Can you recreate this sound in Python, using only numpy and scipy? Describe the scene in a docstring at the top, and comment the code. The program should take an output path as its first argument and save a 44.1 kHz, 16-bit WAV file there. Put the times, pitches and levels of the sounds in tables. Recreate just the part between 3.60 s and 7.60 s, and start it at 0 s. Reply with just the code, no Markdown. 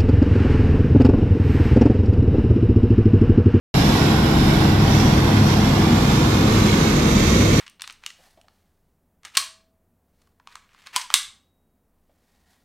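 """A heavy, wavering drone over a deep rumble cuts in: an asphalt paver working a few steps ahead.
The shaking screed, a six-cylinder diesel and its pumps make the drone; each stroke stirs the steel frame.
Above it the machinery roars, pulsed by the firings, and the auger churns gritty mix once a turn.
Late on the microphone swings along the screed, and the machinery's hiss opens up on the right."""
import sys
import numpy as np
from scipy import signal
from scipy.fft import rfft, irfft, next_fast_len
from scipy.io import wavfile
from scipy.ndimage import map_coordinates

SR = 44100
rng = np.random.default_rng(int(sys.argv[2]) if len(sys.argv) > 2 else 0)


def generate_wav(signal):
    """Clip the signal to [-1, 1] and save it as 16-bit WAV at the path in sys.argv[1]."""
    frames = np.transpose(np.atleast_2d(signal))
    scaled = np.clip(frames, -1, 1) * 32767
    pcm = np.round(scaled).astype(np.int16)
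    wavfile.write(sys.argv[1], SR, pcm)


N = 176400

START_S, TOP_HZ = 0.1407, 15500  # the sound cuts in; its top edge
SCREED_HZ, SHAFT_HZ, SPEED_DRIFT = 20.17, 23.6, .003  # shaker strokes, crank turns, their relative wander
STROKE_DECAY_S, STROKE_SHARE = 0.0098, 0.073  # rumble after each stroke, and its share of the power
FIRING_DECAY_S, FIRING_SHARE = 0.0061, 0.061  # roar after each firing
GRIT_PER_S, GRIT_DECAY_S, GRIT_SHARE = 420, 0.0019, 0.11  # stones and chain links ticking on steel
AUGER_TURN_S, AUGER_PEAK_S, AUGER_SWELL_DB, SCRAPE_ABOVE_HZ = 0.551, 0.38, 0.8, 1770
ECHO_SPLIT_HZ = 1090  # the road reflects below this, the panels above

# screed drone at five times the stroke rate, before its trim: time_s, level_db
DRONE_RIDE = [(.2, -31), (.5, -24), (.85, -30), (1.3, -19), (1.7, -19.5), (2.1, -21), (2.55, -29),
              (2.95, -20.5), (3.25, -26.5), (3.45, -35), (3.85, -18.5), (4, -25)]
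# the screed's other tones: stroke_multiple, level_db
SCREED_TONES = [(2, -47), (3, -33), (4, -36), (8, -37)]
# the diesel's tones, facing it: shaft_multiple, level_db
DIESEL_TONES = [(2, -40), (3, -33.5), (5, -29.5), (6, -24), (7, -27)]
# accent of each firing in one engine cycle: gain_db
FIRING_ACCENTS = [2, 0, 4.5, -4.5, -2, 4]
# hums of the hydraulic pumps: pitch_hz, level_db, flutter_db
PUMP_HUMS = [(209, -24.7, 1), (317, -29, 1.5)]
# rumble of frame and deck plates: frequency_hz, density_db
RUMBLE_COLOUR = [(15, -62), (29, -62), (37, -44), (50, -55), (62, -42.5), (90, -44.5), (130, -43),
                 (170, -42.5), (235, -40.5), (290, -45), (350, -49), (430, -62.5), (600, -77), (900, -120)]
# ride on the deepest part of that rumble: time_s, boost_db
BOOM_RIDE = [(.2, 0), (1.1, 1), (1.7, -1), (2.4, -2.5), (3.1, 2), (4, 0.5)]
# machinery roar before the swing: frequency_hz, left_density_db, right_density_db
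COLOUR_AHEAD = [(362, -46.5, -45), (435, -45.5, -46.5), (512, -52, -45), (645, -47.5, -54.5),
                (760, -55.5, -53), (1000, -59, -56.5), (1230, -59, -60), (1490, -55.5, -55),
                (1800, -59.5, -61.5), (2130, -67, -59.5), (2550, -64, -63), (3130, -67.7, -59.5),
                (4240, -70, -61), (4630, -73, -65), (5520, -70.5, -61), (6100, -75, -74), (6900, -72, -85),
                (7400, -73.5, -69), (7650, -78, -80.5), (10400, -80, -80), (11900, -79.2, -73),
                (14500, -85, -85.8), (15600, -92.1, -92.7)]
# machinery roar after the swing: frequency_hz, left_density_db, right_density_db
COLOUR_TURNED = [(348, -43, -48.5), (430, -51.5, -46), (523, -45.5, -50.5), (630, -62, -47.5),
                 (786, -54, -63.5), (990, -57.5, -56), (1200, -57.5, -56.5), (1450, -62.5, -59),
                 (1770, -62.5, -59.5), (2170, -63.5, -61), (2600, -67.5, -62), (3270, -67.5, -60),
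                 (4300, -70, -59.5), (5100, -70, -66.5), (5400, -75, -62.5), (6560, -69, -60.5),
                 (7050, -75, -70), (7300, -67, -62), (7610, -74, -73.5), (10100, -79.0, -79),
                 (12000, -78.3, -77), (14500, -82, -85.0), (15600, -88.1, -90.4)]
# ride on the machinery's treble: time_s, boost_db
TREBLE_RIDE = [(.2, 2), (.42, 0), (.55, -0.6), (1.15, -0.6), (1.42, -1.5), (1.7, -0.5), (2.3, -1.3),
               (3.4, 0), (3.7, -0.1), (4, 1.5)]
# hiss of mix sliding over steel: peak_s, half_length_s, boost_db
HISS_SURGES = [(0.302, .14, 2.5), (1.396, 0.16, 4.5), (1.952, 0.096, 3.5), (2.56, 0.1, 0), (3.7, 0.068, 2)]
# resonances that open or close in the swing: start_s, ramp_s, centre_hz, width_hz, boost_db
SWING_RESONANCES = [(2.85, .2, 2240, 650, 2.5), (3.3, .4, 850, 256, -2), (3.3, 0.64, 524, 190, 2)]
# ring of the screed's steel: centre_hz, width_hz, boost_db
STEEL_RING = [(738, 120, 2.5), (2130, 600, 0.8)]
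# hollow left by the bounce off the road: time_s, left_notch_hz, right_notch_hz
ROAD_HOLLOW = [(.2, 520, 566), (2.1, 513, 580), (2.8, 570, 660), (3.5, 630, 800), (4, 745, 930)]
# the microphone's swing: time_s, share_of_swing
MIC_SWING = [(.2, 0.12), (.55, 0.11), (1.15, 0.027), (1.42, 0.32), (1.7, 0.26), (2.25, 0.29), (2.55, 0.52),
             (2.8, 0.48), (3.1, 0.66), (3.7, 1)]
# stereo width: frequency_hz, side_over_mid_db
STEREO_WIDTH = [(60, -50), (125, -34), (250, -20), (430, -11), (580, -12), (850, -8.5), (1150, -3),
                (2100, -2.5), (4000, 0.5), (15000, -2.1)]
# phase by which the left channel leads: frequency_hz, lead_rad
LEFT_LEAD = [(330, 0.17), (450, 0.35), (600, 1.6), (820, 0.25), (1100, 0.4), (1400, 3.24), (1900, 5.3),
             (2600, 6.4), (15000, 6.3)]


def screed(stroke, drone_trim_db=-1):
    """The shaker hums at multiples of its stroke rate; the fifth swells and sinks as the main drone."""
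    hum = sum(tone(multiple * stroke, db, flutter_db=1) for multiple, db in SCREED_TONES)
    return hum + tone(5 * stroke, curve(DRONE_RIDE) + drone_trim_db, flutter_db=1.7)


def diesel(shaft, turned_away_db=-2.5):
    """The engine drones at multiples of its crank rate, softer as the microphone swings away."""
    away_db = turned_away_db * curve(MIC_SWING)
    return sum(tone(multiple * shaft, db + away_db, flutter_db=1) for multiple, db in DIESEL_TONES)


def pumps_and_drive():
    """The pumps hum over the low note of the drive, their pitch wandering under load."""
    pumps = sum(tone(turns(hz, drift=.004, rate=2), db, flutter) for hz, db, flutter in PUMP_HUMS)
    drive = tone(turns(hz=38.3, drift=0.0052, rate=9.3), db=-34, flutter_db=3.5)
    return pumps + drive


def frame_rumble(stroke):
    """Every stroke stirs the frame and deck plates, and their deep boom slowly heaves."""
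    hits = beats(stroke)
    shake = bursts(hits, amp(1.3 * rng.standard_normal(len(hits))), STROKE_DECAY_S)
    power = 1 - STROKE_SHARE + STROKE_SHARE * shake
    rumble = filtered(stereo_noise() * np.sqrt(power), lambda hz: amp(along(RUMBLE_COLOUR, hz)))
    return boosted(rumble, centre_hz=62, width_hz=65, db=curve(BOOM_RIDE))


def machinery(shaft):
    """A roar pulsed by the firings and peppered with grit, changing colour with the swing."""
    fired = beats(shaft * len(FIRING_ACCENTS) / 2)  # each cylinder fires every second turn
    firing = bursts(fired, np.resize(amp(FIRING_ACCENTS) ** 2, len(fired)), FIRING_DECAY_S)
    power = 1 - FIRING_SHARE - GRIT_SHARE + FIRING_SHARE * firing + GRIT_SHARE * grit()
    roar = auger(stereo_noise() * np.sqrt(power))
    swing = curve(MIC_SWING)
    return (1 - swing) * facing(roar, COLOUR_AHEAD) + swing * facing(roar, COLOUR_TURNED)


def grit():
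    """Power envelope of stones and chain links ticking at random, most of them faint."""
    when, strength = rng.random((int(GRIT_PER_S * N / SR), 2)).T
    return bursts((when * N).astype(int), -np.log(1 - strength), GRIT_DECAY_S)


def auger(roar):
    """The scraping treble swells with each turn of the auger and flickers in between."""
    scrape = filtered(roar, lambda hz: hz ** 2 / (hz ** 2 + SCRAPE_ABOVE_HZ ** 2))
    churn = np.cos(2 * np.pi * (np.arange(N) / SR - AUGER_PEAK_S) / AUGER_TURN_S)
    swell_db = AUGER_SWELL_DB * churn + curve(TREBLE_RIDE) + 0.76 * wobble(11)
    return roar + (amp(swell_db) - 1) * scrape


def sliding_mix(roar):
    """High hiss surges as the mix slides over steel."""
    t = np.arange(N) / SR
    surge_db = sum(db * np.exp(-((t - peak_s) / half_s) ** 2) for peak_s, half_s, db in HISS_SURGES)
    return boosted(roar, centre_hz=5850, width_hz=1600, db=surge_db)


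def swing_resonances(roar):
    """Resonances open up or close as the microphone turns."""
    t = np.arange(N) / SR
    for start_s, ramp_s, centre_hz, width_hz, db in SWING_RESONANCES:
        roar = boosted(roar, centre_hz, width_hz, db * np.clip((t - start_s) / ramp_s, 0, 1))
    return roar


def steel_panels(roar, count=5, gain=0.18, spread_s=.004):
    """The steel rings, and weak panel echoes comb each side's treble as the microphone sways."""
    ring_db = lambda hz: sum(db / (1 + (2 * (hz - f) / width) ** 2) for f, width, db in STEEL_RING)
    roar = filtered(roar, lambda hz: amp(ring_db(hz)))
    bright = filtered(roar, lambda hz: 1 - rolloff(hz, ECHO_SPLIT_HZ, 4))
    n = np.arange(N)
    echoes = np.zeros((2, N))
    for side in range(2):
        for k in range(count):
            delay = SR * spread_s * (k + 1 + rng.random()) / (count + 1)
            sway = 1 + .09 * wobble(1.2)
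            echoes[side] += np.interp(n - delay * sway, n, bright[side])
    direct_gain = 1 / np.sqrt(1 + count * gain ** 2)  # makes room for the echoes
    return roar + (direct_gain - 1) * bright + gain * echoes


def road_bounce(roar, gain=0.47):
    """A dull echo off the road, half a cycle late at the hollow, which climbs with the swing."""
    dull = filtered(roar, lambda hz: rolloff(hz, ECHO_SPLIT_HZ, 4))
    n, hollow = np.arange(N), np.asarray(ROAD_HOLLOW)
    delays = [SR / (2 * curve(hollow[:, [0, column]])) for column in (1, 2)]
    echo = [np.interp(n - delay, n, side) for delay, side in zip(delays, dull)]
    return roar + gain * np.array(echo)


def facing(roar, colour, low_cut_hz=325):
    """The roar's left and right colour from one direction, leaving the lows to the rumble."""
    colour = np.asarray(colour)
    gains = lambda hz: amp([along(colour[:, [0, column]], hz) for column in (1, 2)])
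    return filtered(roar, lambda hz: (1 - rolloff(hz, low_cut_hz, 6)) * gains(hz))


def stereo_noise():
    """Noise at 0 dB per Hz, centred in the bass and wide in the treble, with a phase lead on the left."""
    angle = lambda hz: np.arctan(amp(along(STEREO_WIDTH, hz)))
    white = rng.standard_normal((2, N))
    mid, side = filtered(white, lambda hz: np.array([np.cos(angle(hz)), np.sin(angle(hz))]))
    pair = np.sqrt(SR / 2) * np.array([mid + side, mid - side])
    lead = lambda hz: along(LEFT_LEAD, hz) * np.minimum(hz / LEFT_LEAD[0][0], 1) ** 2
    return filtered(pair, lambda hz: np.exp(.5j * np.outer([1, -1], lead(hz))))


def turns(hz, drift, rate):
    """Turns made by something spinning at a slightly unsteady speed."""
    return np.cumsum(hz * (1 + drift * wobble(rate))) / SR + rng.random()


def beats(phase):
    """Samples at which a turn is completed."""
    return np.flatnonzero(np.diff(np.floor(phase)))


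def tone(phase, db, flutter_db):
    """A sine that flutters around the given rms level."""
    return np.sqrt(2) * amp(db + flutter_db * wobble(6.98)) * np.sin(2 * np.pi * (phase + rng.random()))


def bursts(where, sizes, decay_s):
    """Power envelope of mean 1: a jump at each given sample, then a decay."""
    keep = np.exp(-1 / (decay_s * SR))
    power = signal.lfilter([1], [1, -keep], np.bincount(where, sizes, N))
    return power / power.mean()


def boosted(x, centre_hz, width_hz, db):
    """A bell EQ whose gain moves in time."""
    band = filtered(x, lambda hz: np.exp(-(2 * (hz - centre_hz) / width_hz) ** 2))
    return x + (amp(db) - 1) * band


def filtered(x, response):
    """x times a complex response of frequency."""
    size = next_fast_len(N + SR // 2)
    return irfft(rfft(x, size) * response(np.fft.rfftfreq(size, 1 / SR)), size)[..., :N]


def rolloff(hz, corner_hz, order):
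    """Low-pass gain, one half at the corner."""
    return 1 / (1 + (hz / corner_hz) ** order)


def wobble(rate):
    """A smooth random curve, rate knots a second."""
    return map_coordinates(rng.standard_normal(int(N * rate / SR) + 4), [np.arange(N) * rate / SR])


def curve(rows):
    """Rows of time_s, value as one value per sample."""
    return np.interp(np.arange(N) / SR, *np.transpose(rows))


def along(rows, hz):
    """Rows of frequency_hz, value read on a log axis."""
    frequencies, values = np.transpose(rows)
    return np.interp(np.log(hz + 1), np.log(frequencies + 1), values)


def amp(db):
    """Decibels as a gain."""
    return 10 ** (np.asarray(db) / 20)


def scene():
    """All parts of the paver, running together."""
    shaft = turns(SHAFT_HZ, SPEED_DRIFT, rate=2.96)
    stroke = turns(SCREED_HZ, SPEED_DRIFT, rate=1.8)
    low_end = screed(stroke) + frame_rumble(stroke) + diesel(shaft) + pumps_and_drive()
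    roar = swing_resonances(sliding_mix(machinery(shaft)))
    return low_end + road_bounce(steel_panels(roar))


def record(dry):
    """The sound cuts in hard, with a steep edge on the top end."""
    gate = np.clip((np.arange(N) / SR - START_S) / .001, 0, 1)
    return filtered(dry * gate, lambda hz: np.clip((TOP_HZ - hz) / 200 + .5, 0, 1))


dry = scene()
out = record(dry)
generate_wav(out)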